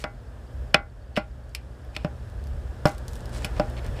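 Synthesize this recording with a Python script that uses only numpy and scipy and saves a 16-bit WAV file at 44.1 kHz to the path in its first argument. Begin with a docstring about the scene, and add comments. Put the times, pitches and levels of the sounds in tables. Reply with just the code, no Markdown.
"""Handling a large sealed tin

A full metal tin is worked at by hand, close by in a quiet room. Heavy contacts thump it and set its
sheet metal ringing briefly; hard contacts on the rim click. Faint scrapes and ticks of handling lie
between them, over a low room rumble, hum, hiss and tiny high pips."""
import sys
import numpy as np
from scipy import signal
from scipy.fft import rfft, irfft
from scipy.io import wavfile
from scipy.ndimage import uniform_filter1d

SR = 44100
rng = np.random.default_rng(int(sys.argv[2]) if len(sys.argv) > 2 else 0)


def bounce(signal):
    """Save signal as a 16-bit WAV file at the path given by the first command-line argument."""
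    frames = np.transpose(np.atleast_2d(signal))
    limited = np.clip(frames, -1, 1)
    pcm = np.round(limited * 32767).astype(np.int16)
    wavfile.write(sys.argv[1], SR, pcm)


N = 176400
T = np.arange(SR // 2) / SR  # time axis of one contact, in seconds

# tone colour of the rim, heard in clicks and scrapes: f/Hz, level/dB
RIM_COLOUR = [(200, -49.5), (1000, -15.5), (1300, -16), (2100, -6.5), (2430, 2), (2750, -2), (2980, -2.5),
              (3280, -7.5), (3500, -9), (3950, -11), (4400, -5.5), (4850, -12), (5250, -3.5), (5800, -18.5),
              (6800, -22), (7600, -16.5), (9000, -23.5), (10000, -21), (12000, -28), (16000, -31)]


def knock(ring_db, corner_hz, tilt_db, ring_stretch, clatter_db, thump_db, thump_hz):
    """A blow rings the sheet, rattles its dense modes and thumps the full tin; soft blows lose treble."""
    # modes of the sheet metal: f/Hz, level/dB, t60/s
    sheet_modes = [(312, -13, .12), (605, 2, 0.074), (619, -22.5, 0.3), (734, -12.5, 0.12),
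                   (805.5, -10, .18), (967, -19.5, .12), (1023, -14, 0.065), (1128, -20.5, 0.16),
                   (1246, -13, 0.0402), (1401, -16, .2), (1475, -14.5, 0.067), (1526, -21, .18),
                   (1673, -16, .08), (1900, -18, 0.064), (2038, -17.5, .18), (2240, -21.5, .17)]
    # tone colour of the sheet's dense modes: f/Hz, level/dB
    clatter_colour = [(100, -8.5), (270, -1), (370, -5), (500, -4), (620, 0), (890, -9.5), (1020, -4),
                      (1250, -7.5), (1430, 5.5), (1600, -5), (2200, -10.5), (3500, -10.5), (6000, -13.5),
                      (16000, -38)]

    def rolloff(hz):
        return -10 * np.log10(1 + (hz / corner_hz) ** 4)
    ring = ring_modes(sheet_modes, lambda hz: rolloff(hz) + tilt_db * np.log2(hz / 800), ring_stretch)
    clatter = burst(lambda hz: curve_at(clatter_colour, hz) + rolloff(hz), decay_s=0.0034, tail_db=-14)
    thump_rise_s, thump_decay_s = 0.0012, 0.0084
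    thump_envelope = np.exp(-T / thump_decay_s) * (1 - np.exp(-T / thump_rise_s))
    thump = -np.sin(2 * np.pi * thump_hz * T) * thump_envelope
    return amp(ring_db) * ring + amp(clatter_db) * clatter + amp(thump_db) * thump


def rim_click(level_db, treble_db, decay_s, tail_db, ring_db, focus_hz):
    """A hard contact cracks and rings the stiff rim; where it lands picks which modes ring most."""
    # short-lived modes of the rim: f/Hz, level/dB, t60/s
    rim_modes = [(2470, -5.5, 0.025), (2620, -15, .04), (2912, -5, 0.011), (3454, -16.5, 0.037),
                 (4530, -19, 0.0047), (4720, -13.5, .016), (5350, -15, .022)]
    shelf_hz, focus_db = 5560, 24.5  # modes an octave from focus_hz drop by focus_db

    def colour(hz):
        return curve_at(RIM_COLOUR, hz) + treble_db * hz ** 4 / (hz ** 4 + shelf_hz ** 4)
    crack = burst(colour, decay_s, tail_db)
    ring = ring_modes(rim_modes, lambda hz: -focus_db * np.log2(hz / focus_hz) ** 2)
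    return amp(level_db) * crack + amp(ring_db) * ring


def handling_tick(level_db):
    """A light touch on the metal gives a tiny, bright snap."""
    # tone colour of a tick: f/Hz, level/dB
    tick_colour = [(300, -3), (2000, -1), (5000, 7), (8000, 3), (11000, -2), (16000, -4)]
    return amp(level_db) * burst(lambda hz: curve_at(tick_colour, hz), decay_s=0.00088, tail_db=-16.5)


def scrape(length_s, level_db, tilt_db, rim_share):
    """Grainy friction swells and fades with one stroke, partly coloured by the rim."""
    # tone colour of friction on the metal: f/Hz, level/dB
    friction_colour = [(200, 13), (1000, 4), (1700, 1.5), (3000, -1), (4200, 1), (5200, -1.5), (6500, -3.5),
                       (8000, -0.5), (11000, -12), (16000, -21.5)]
    size, grain_db = int(length_s * SR), 3.5

    def colour(hz):
        blend = (1 - rim_share) * curve_at(friction_colour, hz) + rim_share * curve_at(RIM_COLOUR, hz)
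        return blend + tilt_db * np.log2(np.maximum(hz, 500))
    friction = noise(colour, size)
    roughness = unit_rms(uniform_filter1d(rng.standard_normal(size), size=40))
    stroke = np.sqrt(np.hanning(size))
    return amp(level_db) * unit_rms(friction * amp(grain_db * roughness)) * stroke


def ring_modes(table, colour, stretch=1):
    """Struck metal rings as decaying sines, weighted by colour(Hz) in dB; stretch scales their decay."""
    return sum((-1) ** k * amp(db + colour(hz)) * np.sin(2 * np.pi * hz * T)
               * np.exp(-np.log(1000) * T / (t60 * stretch))
               for k, (hz, db, t60) in enumerate(table))


def burst(colour, decay_s, tail_db, rise_s=0.0003):
    """Dense, quickly damped vibration, with a tail in which each band dies at its own speed."""
    # decay of the room by band: f/Hz, t60/s
    room_decay = [(150, 0.22), (500, 0.2), (1200, .19), (2800, .13), (6000, 0.077), (14000, .065)]
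    hz = np.fft.rfftfreq(len(T), 1 / SR)
    envelope = np.exp(-T / decay_s)
    # the phase of a noise snap keeps the attack short, whatever its colour
    phase = np.angle(rfft(rng.standard_normal(len(T)) * envelope))
    attack = irfft(amp(colour(hz)) * np.exp(1j * phase), len(T))
    attack *= np.exp(-(T / (10 * decay_s)) ** 2) * (1 - np.exp(-T / rise_s))
    attack *= np.linalg.norm(envelope) / np.linalg.norm(attack)
    tail_spectrum, tail = rfft(noise(colour, len(T))), 0
    band_hz, band_t60 = np.transpose(room_decay)
    for t60, band in zip(band_t60, np.eye(len(band_hz))):
        band_gain = curve_at(np.c_[band_hz, band], hz)
        tail += irfft(tail_spectrum * band_gain, len(T)) * np.exp(-np.log(1000) * T / t60)
    return attack + amp(tail_db) * tail * (1 - np.exp(-T / decay_s))


def room_tone():
    """Low rumble that swells now and then, and a wavering mains hum in soft hiss."""
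    # tone colours of the rumble and the hiss: f/Hz, level/dB
    rumble_colour = [(15, -31), (31, -21), (42, 2), (50, -3), (63, 5), (78, -5.5), (100, -11), (135, -13),
                     (180, -34.5), (400, -68)]
    hiss_colour = [(90, -27), (150, -8), (190, -1), (300, -7), (420, -6), (580, -5.5), (1030, -15.5),
                   (1300, -16), (1680, -14.5), (2140, -25.5), (3400, -26.5), (4200, -30.5), (4900, -31.5),
                   (5300, -27.5), (5700, -34), (8200, -33.5), (12000, -41.5), (15000, -46)]
    # fader rides, one for the rumble, one for hiss and hum together: t/s, level/dB
    rumble_ride = [(0, -41), (.48, -38.5), (.58, -30.5), (.8, -42), (1.1, -41), (1.7, -41), (2.5, -31),
                   (2.72, -35), (3.03, -36.5), (3.11, -30.5), (3.25, -33), (3.33, -34.5), (3.58, -29),
                   (3.76, -39), (3.9, -25), (4, -31.5)]
    hiss_hum_ride = [(0, -51.5), (.7, -48), (.8, -54.5), (1.15, -52), (1.5, -51.5), (2.1, -48), (2.8, -46),
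                     (3.0, -45), (3.5, -40.5), (4, -41)]
    # mains hum partials ahead of the fader: f/Hz, level/dB
    hum_partials = [(120.5, 3.5), (241, -10.5), (362, -21.5), (602, -13.5)]
    hiss_trim_db, waver_hz, waver_rad = -1, 3, 0.3
    t = np.arange(N) / SR
    rumble = noise(lambda hz: curve_at(rumble_colour, hz), N)
    hiss = amp(hiss_trim_db) * noise(lambda hz: curve_at(hiss_colour, hz), N)
    hum = 0
    for hz, db in hum_partials:
        waver = noise(lambda f: -10 * np.log10(1 + (f / waver_hz) ** 6), N)
        hum += amp(db) * np.sin(2 * np.pi * (hz * t + rng.random()) + waver_rad * waver)
    rumble_gain = amp(np.interp(t, *np.transpose(rumble_ride)))
    hiss_hum_gain = amp(np.interp(t, *np.transpose(hiss_hum_ride)))
    return rumble * rumble_gain + (hiss + hum) * hiss_hum_gain


def pips(per_second=15, length_s=0.0056):
    """Tiny high pips at random moments, barely above the hiss."""
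    track, t = np.zeros(N), T[T < length_s]
    for moment, pitch, strength in rng.random((round(per_second * N / SR), 3)):
        hz, db = 4400 + 400 * pitch, -64.5 + 6 * strength
        pip = np.sin(2 * np.pi * hz * t) * np.hanning(len(t))
        mix_in(track, moment * N / SR, amp(db) * pip)
    return track


def noise(colour, size):
    """Noise of rms 1, shaped by colour(Hz) in dB."""
    gain = amp(colour(np.fft.rfftfreq(size, 1 / SR)))
    return unit_rms(irfft(rfft(rng.standard_normal(size)) * gain, size))


def amp(db):
    """Decibels to gain."""
    return 10 ** (np.asarray(db) / 20)


def unit_rms(x):
    """Scales to rms 1."""
    return x / np.sqrt(np.mean(x ** 2) + 1e-20)


def curve_at(points, hz):
    """Reads a curve on a log-frequency axis."""
    f, value = np.transpose(points)
    return np.interp(np.log(hz + 1), np.log(f + 1), value)


def mix_in(mix, start_s, sound):
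    """Lays a sound into the mix, trimming any overhang."""
    at = round(start_s * SR)
    sound = sound[max(-at, 0):]
    part = mix[max(at, 0):][:len(sound)]
    part += sound[:len(part)]


def scene():
    """Knocks, clicks, ticks and scrapes on cue over the room tone, in mono."""
    # blows on the tin: t/s, ring level/dB, treble corner/Hz, ring tilt/(dB per octave),
    # ring decay factor, clatter level/dB, thump level/dB, thump f/Hz
    knocks = [(0.0407, -24.5, 2020, 4, 1.13, -22.5, -31, 146),
              (0.744, -15.5, 3200, 3, 1.11, -10, -18.5, 154.3),
              (1.1706, -29.5, 2800, 14.5, 0.48, -22, -38, 234),
              (1.1749, -19.5, 1900, -2.5, 0.98, -23, -14.5, 208),
              (1.9665, -37, 2000, -4, .9, -33, -36, 161),
              (2.0472, -24.5, 890, -3.5, 1.07, -24.5, -13.5, 165),
              (2.8546, -9, 1500, 0, 0.91, -10, -8, 148), (3.4465, -31.5, 2200, 4.5, 1.2, -37, -27, 159),
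              (3.5975, -11.5, 850, -2.5, 0.95, -16, -15.5, 185)]
    # hard contacts on the rim: t/s, crack level/dB, treble shelf/dB, decay/s, tail re crack/dB,
    # ring level/dB, ring focus/Hz
    clicks = [(0.0398, -29.5, -2, 0.0026, -20, -21.5, 3850), (0.7411, -28, -17, 0.0031, -19, -21, 3000),
              (0.744, -6, -2, 0.0011, -28.5, -5.5, 4100), (0.7457, -19, -5.5, .0012, -20.5, -1, 2450),
              (1.158, -35.5, -8, 0.0033, -9, -48, 3000), (1.165, -22, -9, 0.0018, -17.5, -14, 3170),
              (1.17, -31.5, 6, .003, -16, -29.5, 2500), (1.1759, -25.5, -4, 0.0017, -9.5, -24, 2300),
              (1.549, -22, 9.5, 0.002, -15.5, -29, 3170), (1.949, -42, 0, 0.0046, -0.5, -41, 3480),
              (1.9645, -24, -4, 0.0031, -24, -24, 3000), (2.047, -33, -4, 0.0018, -15, -30.5, 5500),
              (2.8548, -25, 10.5, 0.003, -9, -52, 5500), (2.8574, -27.5, 4, 0.0023, -10, -8.5, 5900),
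              (3.446, -27.5, 17, .004, -7, -17.5, 2900), (3.5972, -27, -3, .002, -14, -19, 4940)]
    # light touches: t/s, level/dB
    ticks = [(1.493, -51.5), (1.849, -51.5), (2.299, -49.5), (2.4398, -44.5), (2.4712, -44),
             (2.8717, -27.5), (2.8832, -31.5), (2.893, -34), (2.912, -43), (2.918, -45), (2.9814, -37),
             (3.0814, -31.5), (3.1332, -37), (3.1555, -36), (3.163, -42), (3.206, -42), (3.2568, -36.5),
             (3.2943, -43), (3.6993, -42.5), (3.8456, -43), (3.8641, -37)]
    # strokes along the metal: t/s, length/s, level/dB, tilt/(dB per octave), rim share (0-1)
    scrapes = [(-.02, 0.062, -47, 1, 0.2), (1.914, 0.17, -55.5, -3, 0.9), (2.866, 0.11, -54.5, 1, 0.2),
               (3.065, 0.16, -59, 9, .1), (3.315, 0.092, -42.5, 0, 0.05), (3.38, 0.1, -45, -1.5, 0.12),
               (3.552, 0.044, -43.5, -5, 0.4), (3.759, 0.042, -43.5, -5.5, 0.7),
               (3.819, 0.077, -50, -6.5, 0.65), (3.953, 0.055, -46.5, -5.5, 0.6)]
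    mix = room_tone() + pips()
    for source, cues in (knock, knocks), (rim_click, clicks), (handling_tick, ticks), (scrape, scrapes):
        for start_s, *settings in cues:
            mix_in(mix, start_s, source(*settings))
    return mix[None]


def record(dry):
    """Clips at full scale, then cuts the top end above 15.1 kHz."""
    lowpass = signal.firwin(255, 15100, window=("kaiser", 9), fs=SR)
    return signal.oaconvolve(np.clip(dry, -1, 1), lowpass[None], "same")


dry = scene()
out = record(dry)
bounce(out)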